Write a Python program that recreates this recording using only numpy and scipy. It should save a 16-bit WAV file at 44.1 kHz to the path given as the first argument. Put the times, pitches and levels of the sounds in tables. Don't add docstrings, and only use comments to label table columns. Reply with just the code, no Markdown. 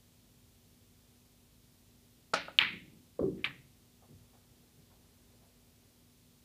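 import sys
import numpy as np
from scipy import signal
from scipy.fft import rfft, irfft
from scipy.io import wavfile

SR = 44100
rng = np.random.default_rng(int(sys.argv[2]) if len(sys.argv) > 2 else 0)


def store_wav(level_fs):
    pcm = np.round(np.clip(np.atleast_2d(level_fs), -1, 1) * 32767)
    wavfile.write(sys.argv[1], SR, pcm.T.astype(np.int16))


N = 284224


def amp(db):
    return 10 ** (np.asarray(db) / 20)


def unit(x):
    return x / np.sqrt(np.mean(x ** 2) + 1e-20)


def read(points, hz):
    f, value = np.transpose(points)
    return np.interp(np.log(hz + 1), np.log(f + 1), value)


def add(mix, s, sound):
    part = mix[round(s * SR):][:len(sound)]
    part += sound[:len(part)]


def noise(spectrum):
    white = rfft(rng.standard_normal(N))
    gain = amp(read(spectrum, np.fft.rfftfreq(N, 1 / SR)))
    return unit(irfft(white * gain, N))


# (frequency [Hz], relative level [dB])
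AIR_SPECTRUM = [(12, -48), (25, -25.5), (36, -14), (50, -5), (100, -2), (160, -5.5), (270, -11.5),
                (500, -17.5), (900, -23.5), (1600, -27.5), (3600, -22.5), (6000, -24.5), (10000, -26),
                (15000, -26)]
# (frequency [Hz], rms level [dB])
HUM_TONES = [(48.4, -77), (102, -78), (242.3, -72.5), (398.5, -84.5)]
AIR_DB = -64.5


def background(waver=0.27):
    t = np.arange(N) / SR
    out = amp(AIR_DB) * noise(AIR_SPECTRUM)
    for hz, db in HUM_TONES:
        drift = noise([(0, 0), (2, 0), (8, -20), (40, -120)])
        out += amp(db) * np.sqrt(2) * np.sin(2 * np.pi * hz * t + waver * drift)
    return out


def soften(x, hz):
    low_pass = signal.butter(2, min(hz, SR / 3), fs=SR, output="sos")
    return signal.sosfilt(low_pass, x)


def ring(modes, contact_hz):
    t = np.arange(SR // 2) / SR
    body = np.zeros(len(t))
    for k, (hz, db, t60) in enumerate(modes):
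        damping = np.log(1000) / t60
        swing = np.exp(-damping * t) * np.cos(2 * np.pi * hz * t)
        body += (-1) ** k * amp(db) * 2 * damping / SR * swing
    return soften(body, contact_hz)


TAPS = 8192


def pulse(spectrum, pitch=1):
    hz = abs(np.fft.fftfreq(TAPS, 1 / SR))
    log_gain = np.log(amp(read(spectrum, hz / pitch)))
    minimum_phase = np.exp(np.conj(signal.hilbert(log_gain)))
    return np.fft.ifft(minimum_phase).real[:TAPS // 2]


def scatter(t60, size=SR):
    taps = np.zeros(size)
    at = np.arange(0, size - 20, 20)
    strength = amp(3.5 * np.minimum(rng.exponential(1, len(at)), 3))
    taps[at + rng.integers(0, 20, len(at))] = rng.choice([-1., 1.], len(at)) * strength
    taps *= amp(-60 * np.arange(size) / SR / t60)
    return taps / np.linalg.norm(taps)


# (frequency [Hz], time to fall by 60 dB [s])
ROOM_DECAY = [(100, 0.79), (300, .55), (700, 0.25), (1300, 0.3), (2300, 0.41), (4000, .38), (8000, 0.12),
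              (15000, 0.2793)]


def room(x, build_s=0.014):
    hz, t, bands = signal.stft(scatter(np.inf), SR, nperseg=256)
    fade = amp(-60 * t / read(ROOM_DECAY, hz)[:, None])
    tail = signal.istft(bands * fade, SR, nperseg=256)[1][:SR]
    tail *= 1 - np.exp(-(np.arange(SR) / SR / build_s) ** 2)
    return signal.fftconvolve(x, tail / np.linalg.norm(tail))


# (time [s], level [dB], contact cut-off [Hz], room level [dB])
CUE_HITS = [(2.3353, 6.5, 1096, -15.5), (2.3399, 6.5, 3494, -8.5), (2.4824, -9, 1500, -10)]
# (frequency [Hz], level [dB], time to fall by 60 dB [s])
CUE_RING = [(170, -2, .05), (275, 0, .1), (550, 2, .04), (660, 6, .03), (841, 2, .06), (1012, 0, .05),
            (1250, 2, .03), (1475, 4, .045), (1694, 3, .1), (2304, -3, .07), (2930, -6, .09),
            (4113, 2, .05), (4420, 0, .07)]
# (frequency [Hz], level [dB])
CUE_DEAD_KNOCK = [(60, -30.5), (160, -9.5), (400, -2.5), (700, 1), (1500, 7.5), (2200, -24.5), (5000, -22),
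                  (12000, -35.5)]
# (frequency [Hz], level [dB])
CHALK_RASP = [(800, -22), (1800, -1.5), (2800, -2.5), (3400, -6), (4300, -4.5), (5500, -6.5), (6800, -10.5),
              (7700, -16.5), (8800, -15.5), (10500, -24), (15000, -37)]
CUE_RING_DB, CUE_KNOCK_DB, CUE_NEAR_DB = 3.5, -2, -7
CHALK_S, CHALK_DB, CHALK_ROOM_DB = 2.3376, 5.5, 4


def cue():
    out = np.zeros(N)
    for s, db, contact_hz, room_db in CUE_HITS:
        blow = amp(db + CUE_RING_DB) * ring(CUE_RING, contact_hz)
        knock = soften(pulse(CUE_DEAD_KNOCK), contact_hz)
        add(blow, 0, amp(db + CUE_KNOCK_DB) * knock)
        add(out, s, blow)
        add(out, s, amp(room_db) * room(blow))
        near = scatter(t60=.08)
        add(out, s, amp(CUE_NEAR_DB) * signal.fftconvolve(blow, near))
    grip = pulse(CHALK_RASP)
    rasp = signal.fftconvolve(grip, scatter(t60=.1))
    add(out, CHALK_S, amp(CHALK_DB) * rasp)
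    shaded = soften(grip, hz=4270)
    add(out, CHALK_S, amp(CHALK_ROOM_DB) * room(shaded, build_s=0.017))
    return out


# (frequency [Hz], relative level [dB])
ROLL_SPECTRUM = [(35, -18), (80, -5.5), (160, 8), (330, 2.5), (450, -12.5), (650, -20.5), (1500, -36.5),
                 (4000, -67.5)]
# (start time [s], length [s], starting level [dB], fading [dB per s])
ROLL_RUNS = [(2.34, 0.35, -68, 21), (2.59, 0.39, -50.5, 33), (3.247, 0.13, -49, 12)]
ROLL_ATTACK_S, ROLL_RELEASE_DB_PER_S = 0.0391, 95


def rolling():
    rumble, out = noise(ROLL_SPECTRUM), np.zeros(N)
    for start, length, db, fade_db_per_s in ROLL_RUNS:
        age = np.maximum(np.arange(N) / SR - start, 0)
        fall_db = fade_db_per_s * np.minimum(age, length)
        fall_db += ROLL_RELEASE_DB_PER_S * np.maximum(age - length, 0)
        attack = np.minimum(age / ROLL_ATTACK_S, 1)
        out += attack * amp(db - fall_db) * rumble
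    return out


# (time [s], level [dB], pitch factor from the hardness
# of the hit, wall echo level [dB], near scatter level [dB], room level [dB])
BALL_CLICKS = [(2.588, 22.5, 0.92, -1, -15.5, -6.5), (3.379, -32, 0.67, -10, 5, 9),
               (3.4426, 4, .7, -20, -10, -18), (3.4439, 11, .75, -7, -8, -13),
               (3.447, 5, 0.91, -2.5, 2.5, -27)]
# (frequency [Hz], level [dB])
DIRECT_SPECTRUM = [(100, -49), (600, -31.5), (1100, -29), (1800, -25), (2500, -13), (3100, 0.5), (4000, -6),
                   (4800, -16), (6000, -49), (9000, -60), (11500, -40), (15000, -47.5)]
# (frequency [Hz], level [dB])
SPREAD_SPECTRUM = [(100, -29.5), (400, -25), (700, -24), (900, -13), (1300, -8.5), (1650, -8), (2150, -1),
                   (2650, -4.5), (3200, -8), (4100, -13), (4900, -22), (5900, -34.5), (14000, -42.5)]
# (delay time [s], level [dB], pitch factor)
CLICK_ECHOES = [(.0016, -10, 0.923), (.0038, -5, 0.8482), (.0135, -18, 0.75), (.0208, -21, 0.7),
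                (0.0277, -9, .88), (.0325, -17, 0.33), (.0362, -13.5, .85), (.0485, -27, 1),
                (.0635, -16, 0.633)]


def clicks():
    out = np.zeros(N)
    for s, db, pitch, echo_db, near_db, room_db in BALL_CLICKS:
        add(out, s, amp(db) * pulse(DIRECT_SPECTRUM, pitch))
        for delay, loss_db, dulling in CLICK_ECHOES:
            echo = soften(pulse(DIRECT_SPECTRUM, pitch * dulling), hz=5500)
            add(out, s + delay, amp(db + echo_db + loss_db) * echo)
        spread = amp(db) * pulse(SPREAD_SPECTRUM, pitch ** .3)
        near = signal.fftconvolve(spread, scatter(t60=0.12))
        add(out, s, amp(near_db) * near)
        add(out, s, amp(room_db) * room(spread, build_s=0.013))
    return out


def bump(hz):
    turns = np.arange(SR // 2) / SR * hz
    swell = turns ** 2 * np.exp(-turns / .6)
    return 2 * swell / swell.sum() * np.sin(2 * np.pi * turns)


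# (time [s], level [dB], pitch of the padding [Hz], slap level [dB], frame ring level [dB], room level [dB])
POCKET_THUDS = [(2.6170, 1, 115.1, -15.5, -16.5, -8), (2.7330, 6.5, 181, -32, -6.5, -17),
                (3.1918, 15.5, 500, -18.5, -6, -5.5), (3.207, 17, 276, -40.5, -5, -4.5),
                (3.214, 17, 78, -67, -12, -8.5), (3.2286, 15.5, 470, -27.5, -8, -29),
                (3.239, 20.5, 343, -44, -0.5, -12), (3.259, 12, 313, -33, -2, -13),
                (3.2830, 13.5, 345, -44, -14, -21), (3.466, 6, 135.5, -24.5, -20.5, -4)]
# (frequency [Hz], level [dB])
SLAP_SPECTRUM = [(100, -24.5), (500, 3.5), (750, -2.5), (1150, -0.5), (1450, -16), (2000, -26),
                 (4000, -38.5), (9000, -63.5)]
# (frequency [Hz], level [dB], time to fall by 60 dB [s])
FRAME_RING = [(130, -5, .1), (194, -3, .12), (316, 5, .24), (382, 7, .24), (474, -5, .14), (524, -4, .14),
              (760, -20, .06)]


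def pocket():
    out = np.zeros(N)
    for s, db, hz, slap_db, frame_db, room_db in POCKET_THUDS:
        thud = bump(hz)
        add(thud, .004, amp(-12.0) * bump(hz))
        slap = signal.fftconvolve(pulse(SLAP_SPECTRUM), scatter(t60=0.054))
        add(thud, .002, amp(slap_db) * slap)
        add(thud, .002, amp(frame_db) * ring(FRAME_RING, 1.9 * hz))
        add(out, s, amp(db) * thud)
        add(out, s, amp(db + room_db) * room(thud, build_s=0.014))
    return out


# (start time [s], length [s])
SHUFFLE_SPAN = (3.88, 2.26)
# (frequency [Hz], relative level [dB])
SHUFFLE_SPECTRUM = [(100, -20), (350, 1.5), (650, -4.5), (1200, -13), (2000, -13), (6000, -40)]
SHUFFLE_DB, SHUFFLE_PATCHY_DB, SHUFFLE_RATE_HZ = -77, 1.5, 14


def shuffle():
    start, length = SHUFFLE_SPAN
    along = np.clip((np.arange(N) / SR - start) / length, 0, 1)
    swell = np.sqrt(abs(np.sin(np.pi * along)))
    patches = noise([(0, 0), (SHUFFLE_RATE_HZ, 0), (10 * SHUFFLE_RATE_HZ, -60)])
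    return swell * amp(SHUFFLE_DB + SHUFFLE_PATCHY_DB * patches) * noise(SHUFFLE_SPECTRUM)


# (time [s], level [dB], rise to the peak [s], centre frequency [Hz])
FOOTFALLS = [(4.02, -65.5, 0.01536, 746), (4.087, -58, 0.0146, 288), (4.098, -62.5, 0.0293, 140),
             (4.137, -55, 0.03, 91), (4.329, -65, 0.016, 680), (4.786, -61, 0.00987, 161),
             (4.888, -73, 0.032, 805), (5.323, -70.5, 0.024, 506), (5.413, -73, .028, 696)]


def steps():
    out = np.zeros(N)
    for s, db, rise_s, hz in FOOTFALLS:
        age = np.maximum(np.arange(N) / SR - s, 0) / rise_s
        swell = age * np.exp(1 - age)
        colour = [(hz / 5, -22), (hz, 0), (hz * 1.135, -1), (hz * 2.1, -17), (hz * 12, -55)]
        out += amp(db) * swell * noise(colour)
    return out


def scene():
    shot = cue() + rolling() + clicks() + pocket()
    player = shuffle() + steps()
    return (background() + shot + player)[None]


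EDGE_HZ = 15400


def record(dry):
    low_pass = signal.firwin(511, EDGE_HZ, window=("kaiser", 9), fs=SR)
    return signal.oaconvolve(dry, low_pass[None], "same")


dry = scene()
out = record(dry)
store_wav(out)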